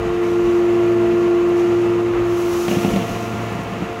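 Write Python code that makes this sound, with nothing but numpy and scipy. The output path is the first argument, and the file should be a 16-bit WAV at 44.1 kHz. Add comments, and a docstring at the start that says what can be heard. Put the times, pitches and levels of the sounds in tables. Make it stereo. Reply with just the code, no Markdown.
"""The hydraulic pump of an injection moulding machine sings one strong tone, its second shaft order,
which fades over a second pump, a beating motor hum and the wash of fans in a factory hall.
Compressed air swells and dies away, and a dull knock sounds far off. Close by, an empty plastic crate
is dropped into another and shuffled into place: knocks, rubbing and a judder ring its walls."""
import sys
import numpy as np
from scipy import signal
from scipy.fft import rfft, irfft
from scipy.io import wavfile
from scipy.ndimage import uniform_filter1d

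SR = 44100
rng = np.random.default_rng(int(sys.argv[2]) if len(sys.argv) > 2 else 0)


def transcribe(signal):
    """Save signal, clipped to [-1, 1], as a 16-bit WAV file at the path in sys.argv[1]."""
    frames = np.atleast_2d(signal).T
    limited = np.clip(frames, -1, 1)
    pcm = np.round(limited * 32767).astype(np.int16)
    wavfile.write(sys.argv[1], SR, pcm)


N = 176400
TIME = np.arange(N) / SR
SIDES = np.array([[1], [-1]])   # left, right; positive pan_db is left

# left-right likeness of the hall sound: freq_hz, correlation
COHERENCE = [(60, .99), (150, .98), (250, .93), (500, .68), (1000, .08), (2000, 0)]


def from_db(db):
    """Decibels to gain."""
    return 10 ** (np.asarray(db) / 20)


def unit_rms(x):
    """Scale to unit power."""
    return x / np.sqrt(np.mean(x ** 2) + 1e-20)


def in_time(rows):
    """Join (time_s, value) points by straight lines."""
    return np.interp(TIME, *np.transpose(rows))


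def at_hz(points, hz):
    """Read (freq_hz, value) points on a log-frequency axis."""
    freqs_hz, values = np.transpose(points)
    return np.interp(np.log(hz), np.log(freqs_hz), values)


def pan(db):
    """Left and right gains at constant total power."""
    return unit_rms(from_db(SIDES * db / 2))


def drift(rate_hz):
    """Slow random motion, rms about 1."""
    pole = np.exp(-200 * np.pi * rate_hz / SR)
    slow = signal.lfilter([1], [1, -2 * pole, pole * pole], rng.standard_normal(N // 100 + 2002))[2000:]
    return np.interp(np.arange(N) / 100, np.arange(len(slow)), unit_rms(slow))


def dull(x, hz):
    """First-order low-pass."""
    return signal.sosfilt(signal.butter(1, min(hz, SR / 2 - 1000), fs=SR, output="sos"), x + 1e-18)


def gate(start_s, length_s, edge_s):
    """Envelope with linear fades in and out."""
    return np.clip(np.minimum(TIME - start_s, start_s + length_s - TIME) / edge_s, 0, 1)


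def clicks(times_s, db):
    """One impulse per event."""
    out = np.zeros(N)
    np.add.at(out, np.clip((np.asarray(times_s) * SR).astype(int), 0, N - 1), from_db(db))
    return out


def decay(hits, t60_s):
    """Each impulse starts an exponential fade."""
    return signal.lfilter([1], [1, -from_db(-60 / (t60_s * SR))], hits + 1e-18)


def ring(hits, hz, t60_s):
    """Each impulse starts a damped sine."""
    r, w = from_db(-60 / (t60_s * SR)), 2 * np.pi * hz / SR
    return signal.lfilter([0, np.sin(w)], [1, -2 * r * np.cos(w), r * r], hits + 1e-18)


def phase_rad(hz):
    """Running phase of a varying frequency."""
    return 2 * np.pi * np.cumsum(hz) / SR


def noise(spectrum, low_cut_hz=36):
    """Stereo hall noise shaped by (freq_hz, density_db) points; rms 1."""
    # stereo balance: freq_hz, pan_db
    balance = [(200, 1), (600, -0.8), (1100, -3), (2200, -7.5), (4000, -4), (7000, -4.5), (10000, -8.5),
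               (14000, -6.5)]
    hz = np.maximum(np.arange(N // 2 + 1) * SR / N, 1)
    mid, side = rfft(rng.standard_normal((2, N)))
    alike = np.clip(at_hz(COHERENCE, hz), -1, 1)
    stereo = np.sqrt(1 + alike) * mid + np.sqrt(1 - alike) * side * SIDES
    gain = from_db(at_hz(spectrum, hz) + SIDES * at_hz(balance, hz) / 2)
    return unit_rms(irfft(gain * stereo / np.sqrt(1 + (low_cut_hz / hz) ** 8), N))


def hall_tone(phase, shaft_hz, order, scatter=0.69):
    """One shaft order plus shifting reflections, less alike left and right as pitch rises; rms 1."""
    alike = np.clip(at_hz(COHERENCE, order * shaft_hz), 0, 1)
    mid, side = [drift(1.78) + 1j * drift(1.78) for _ in range(2)]
    echoes = (np.sqrt(1 + alike) * mid + np.sqrt(1 - alike) * side * SIDES) / 2
    direct = np.exp(1j * (rng.uniform(0, 2 * np.pi) + SIDES * np.arccos(alike) / 2))
    return unit_rms(np.real((direct + scatter * echoes) * np.exp(1j * order * phase)))


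def fans():
    """Steady fan wash, coloured by many narrow cabinet resonances."""
    # fans and hall: freq_hz, density_db
    spectrum = [(40, -10.5), (60, -6), (85, -3.5), (140, -7.5), (175, -3), (270, -4), (400, -4.5),
                (620, -6.5), (850, -7.5), (1150, -5.5), (1350, -10), (1580, -15), (2000, -14.5),
                (2750, -14.5), (3300, -22.5), (5100, -30.5), (5700, -30.5), (6700, -29), (8400, -40),
                (12000, -41.5), (16000, -46.5)]
    bins = N // 2 + 1
    ripple_db = 1.5 * unit_rms(uniform_filter1d(rng.standard_normal(bins), size=90))
    ripple_db *= np.arange(bins) * SR / N > 990
    wash = unit_rms(irfft(rfft(noise(spectrum)) * from_db(ripple_db), N))
    return from_db(-27.5 + 0.56 * drift(17)) * wash


def rumble():
    """A few brief swells of low noise."""
    # Gaussian swells: peak_s, level_db, sigma_s
    swells = [(.06, -30, 0.08), (.44, -33, 0.041), (2.2, -33.5, 0.06), (2.94, -27.5, 0.02),
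              (3.1, -40, 0.04)]
    # rumble: freq_hz, density_db
    spectrum = [(25, -11), (45, 4.5), (75, -5), (150, -8.5), (300, -31), (1000, -86)]
    envelope = sum(from_db(db) * np.exp(-.5 * ((TIME - s) / sigma_s) ** 2) for s, db, sigma_s in swells)
    return envelope * noise(spectrum)


def far_knock():
    """A distant blow, smeared by the hall."""
    # knock: freq_hz, density_db
    spectrum = [(100, -13), (220, -11), (700, -4), (1900, -9.5), (4000, -29), (9000, -68)]
    return decay(clicks(times_s=[2.135], db=-26), t60_s=0.64) * noise(spectrum)


def motor(hum_hz=113, beat_hz=2.266):
    """A low hum that swells; a weak tone just above beats against it."""
    # hum: time_s, level_db
    levels = [(0, -35.5), (.5, -40), (1, -31), (1.45, -43), (1.75, -33), (2.25, -30.5), (2.55, -44),
              (2.85, -33.5), (3.4, -29.5), (4, -40)]
    phase = phase_rad(hum_hz + 0.67 * drift(1.5))
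    pair = np.cos(phase) + from_db(-23) * np.cos(phase + 2 * np.pi * beat_hz * TIME)
    return from_db(in_time(levels)) * unit_rms(pair)


def second_pump(shaft_hz=224.3, wander_hz=0.24):
    """A farther, faster pump of slightly wandering speed, whining at its second order."""
    # order 2: time_s, level_db
    whine_levels = [(0, -28.5), (.35, -29.5), (.65, -33), (.95, -30.5), (1.6, -33), (2.02, -32),
                    (2.35, -37.5), (2.6, -41.5), (2.87, -29.5), (3.1, -32), (3.5, -39), (4, -36)]
    # weak orders: order, level_db, pan_db
    orders = [(1, -34.5, 0), (3, -36, 0.89), (4, -54.5, -1), (5, -42.5, 0), (6, -45, -0.56)]
    # their late fade: time_s, gain_db
    fade = [(0, 0), (3.2, 0.5), (3.7, -10)]
    phase = phase_rad(shaft_hz + wander_hz * drift(0.7))
    whine = from_db(in_time(whine_levels)) * pan(-1.5) * hall_tone(phase, shaft_hz, 2, scatter=0.17)
    weak = sum(from_db(db) * pan(pan_db) * hall_tone(phase, shaft_hz, k) for k, db, pan_db in orders)
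    return whine + from_db(in_time(fade)) * weak


def compressed_air():
    """Each release opens, holds and dies away; the vent whistles thinly; far releases are duller."""
    # releases: peak_s, gain_db, rise_s, hold_s, fall_db_per_s, lowpass_hz
    releases = [(0.247, -46.5, 0.086, .08, 9, 12000), (1.58, -41, 0.044, .02, 40, 6500),
                (2.633, -32.5, 0.5, 0.099, 21.5, 20100), (3.1, -44, 0.14, .02, 22, 4500)]
    # jet hiss: freq_hz, density_db
    spectrum = [(800, -32.5), (3000, 0.5), (5000, -1.5), (5800, 3.5), (6800, 2), (8400, -7.5),
                (11800, -8.5), (13500, -8.5), (16000, -7)]
    # vent whistles: pitch_hz, width_hz, relative_db
    vent = [(10900, 250, -19), (11600, 500, -14.5)]
    whistles = out = 0
    for hz, width_hz, db in vent:
        band = signal.lfilter(*signal.iirpeak(hz, hz / width_hz, fs=SR), noise(spectrum))
        whistles += from_db(db) * unit_rms(band)
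    jet = from_db(0.78 * drift(12)) * (noise(spectrum) + whistles)
    for peak_s, db, rise_s, hold_s, fall_db_per_s, lowpass_hz in releases:
        opening = np.clip(1 + (TIME - peak_s) / rise_s, 0, 1) ** 1.48
        fall_db = fall_db_per_s * np.maximum(TIME - peak_s - hold_s, 0)
        out += dull(jet, lowpass_hz) * opening * from_db(db - fall_db)
    return out


def ticks():
    """Tiny bright clicks of plastic."""
    # ticks: start_s, level_db
    events = [(1.49, -45), (2.96, -35), (3.524, -42), (3.634, -43)]
    envelope = decay(clicks(*np.transpose(events)), t60_s=0.04)
    return envelope * noise([(2000, -13), (10000, -1), (15000, -9)])


def judder(start_s=2.941, length_s=0.034, slip_hz=183):
    """Stick-slip: a quick, nearly even run of soft blows as the crate wedges home."""
    cycles = phase_rad(slip_hz * (1 + 0.024 * drift(40)) * (TIME > start_s)) / (2 * np.pi)
    slips = np.diff(np.ceil(cycles), prepend=0) * (TIME < start_s + length_s)
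    return from_db(-25.5) * dull(slips, hz=600)


def walls(drive, spread_db=1.5, low_cut_hz=136):
    """Crate walls ring, each contact favouring other modes; they are too small to radiate deep bass."""
    # wall modes: pitch_hz, gain_db, t60_s
    modes = [(102, -2, 0.08), (183, -7.5, 0.13), (199, 2.5, 0.12), (257, -3.5, 0.075), (302, 1.5, 0.04),
             (430, -11.5, 0.035), (566, -12, 0.046), (734, -9.5, 0.084)]
    rings = sum(from_db(db) * ring(drive * from_db(spread_db * drift(20)), hz, t60_s)
                for hz, db, t60_s in modes)
    return signal.sosfilt(signal.butter(3, low_cut_hz, "high", fs=SR, output="sos"), rings)


def crate(grains_per_s=1400, thud_gain_db=-9.5, clack_gain_db=-16.5, clack_t60_s=0.045):
    """Soft contacts thud, hard edges add a clack that echoes, rubbing walls ring and rasp."""
    # contacts: start_s, thud_db, clack_db, thud_lowpass_hz
    knocks = [(2.681, -10, 1.5, 1100), (2.713, -8, -1, 400), (2.769, -1, -20, 200), (2.787, -31, -7.5, 900),
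              (2.824, -15, -18, 900), (2.848, -2.5, -9, 1100), (2.878, -13, -20, 900),
              (2.937, -4, -11, 200), (2.962, -16, -4, 900), (3, -14, -12, 300), (3.095, -15, -11, 900),
              (3.335, -12.5, -13, 350), (3.545, -12.5, -28, 500), (3.59, -14, -31, 300),
              (3.657, -14.5, -26, 498), (3.725, -16, -28, 400), (3.804, -19, -14, 900),
              (3.821, -9, -22, 900)]
    # wall rubs: start_s, length_s, level_db
    rubs = [(2.696, 0.353, -26.5), (2.986, 0.824, -34.5)]
    blows = sum(dull(clicks([s], db + thud_gain_db), hz) for s, db, _, hz in knocks)
    starts_s, _, clack_db, _ = np.transpose(knocks)
    edges = clicks(starts_s, clack_db + clack_gain_db)
    clack = decay(edges, clack_t60_s)
    echo = from_db(-13.5) * np.sqrt(decay(edges ** 2, 0.27))   # echoes add in power
    slips = (rng.random(N) < grains_per_s / SR) * rng.standard_normal(N)
    pressure = sum(from_db(db) * gate(start_s, length_s, edge_s=0.026) for start_s, length_s, db in rubs)
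    rasp = pressure * from_db(-3.5) * unit_rms(decay(np.abs(slips), clack_t60_s))
    rubbing = pressure * unit_rms(walls(slips))
    thuds = walls(blows + judder())
    # clack, echo and rasp: freq_hz, density_db
    spectrum = [(100, -15), (550, 9), (1200, -9), (1700, -5.5), (2800, 0), (4000, -13), (7000, -29),
                (15000, -46)]
    return rubbing - thuds + np.sqrt(clack ** 2 + echo ** 2 + rasp ** 2) * noise(spectrum)


def main_pump():
    """A loud, clean second order with a faint reflection, two octaves above it and weak shaft orders."""
    # shaft rate: time_s, pitch_hz
    shaft = [(0, 175.1), (.15, 175.1), (0.281, 174.4), (2.4, 174.3), (2.7, 174.45), (4, 174.5)]
    # order 2: time_s, level_db, pan_db
    drone_track = [(0, -22, 2.5), (.17, -18.5, -2), (.3, -17, -1.5), (.5, -14.5, -0.5), (.9, -14.5, -1.7),
                   (1.7, -14.5, -3.5), (2.1, -17, -3), (2.5, -18, -2.5), (2.8, -22.5, -5),
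                   (3.1, -29.5, -7.5), (3.6, -36.5, -12.5), (3.82, -30, -5), (4, -33, -2)]
    # order 4: time_s, level_db
    octave_levels = [(0, -34), (1.1, -38.5), (1.8, -40), (2.5, -41.5), (3, -33), (4, -35.5)]
    # weak orders: order, level_db, pan_db
    orders = [(1, -40.5, -0.5), (3, -50, 3.5), (5, -48, 5.5), (6, -43.5, 14), (7, -44.5, -1),
              (9, -57, 10.5), (10, -48, 1.5), (11, -52.5, -3.5), (12, -55, -6), (14, -54, -12)]
    phase, shaft_hz = phase_rad(in_time(shaft)), shaft[0][1]
    level_db = in_time([(s, db) for s, db, _ in drone_track])
    balance_db = in_time([(s, pan_db) for s, _, pan_db in drone_track])
    gain = from_db(level_db + SIDES * balance_db / 2 + 0.45 * drift(13))
    drone = gain * np.sqrt(2) * np.cos(2 * phase - 0.13 * SIDES)   # reaches the right side first
    echo = from_db(-39.5) * hall_tone(phase, shaft_hz, 2, scatter=0.4)
    octave = from_db(in_time(octave_levels)) * hall_tone(phase, shaft_hz, 4, scatter=0.22)
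    whine = from_db(-42) * pan(-4) * hall_tone(phase, shaft_hz, 8, scatter=0.22)
    weak = sum(from_db(db) * pan(pan_db) * hall_tone(phase, shaft_hz, k) for k, db, pan_db in orders)
    return drone + echo + octave + whine + weak


def scene():
    """All sources, heard beside the machine."""
    machinery = main_pump() + second_pump() + motor() + fans() + rumble()
    return machinery + compressed_air() + far_knock() + crate() + ticks()


def record(dry):
    """Steep low-pass at 15750 Hz."""
    return signal.sosfilt(signal.ellip(12, .1, 80, 15750, fs=SR, output="sos"), dry)


dry = scene()
out = record(dry)
transcribe(out)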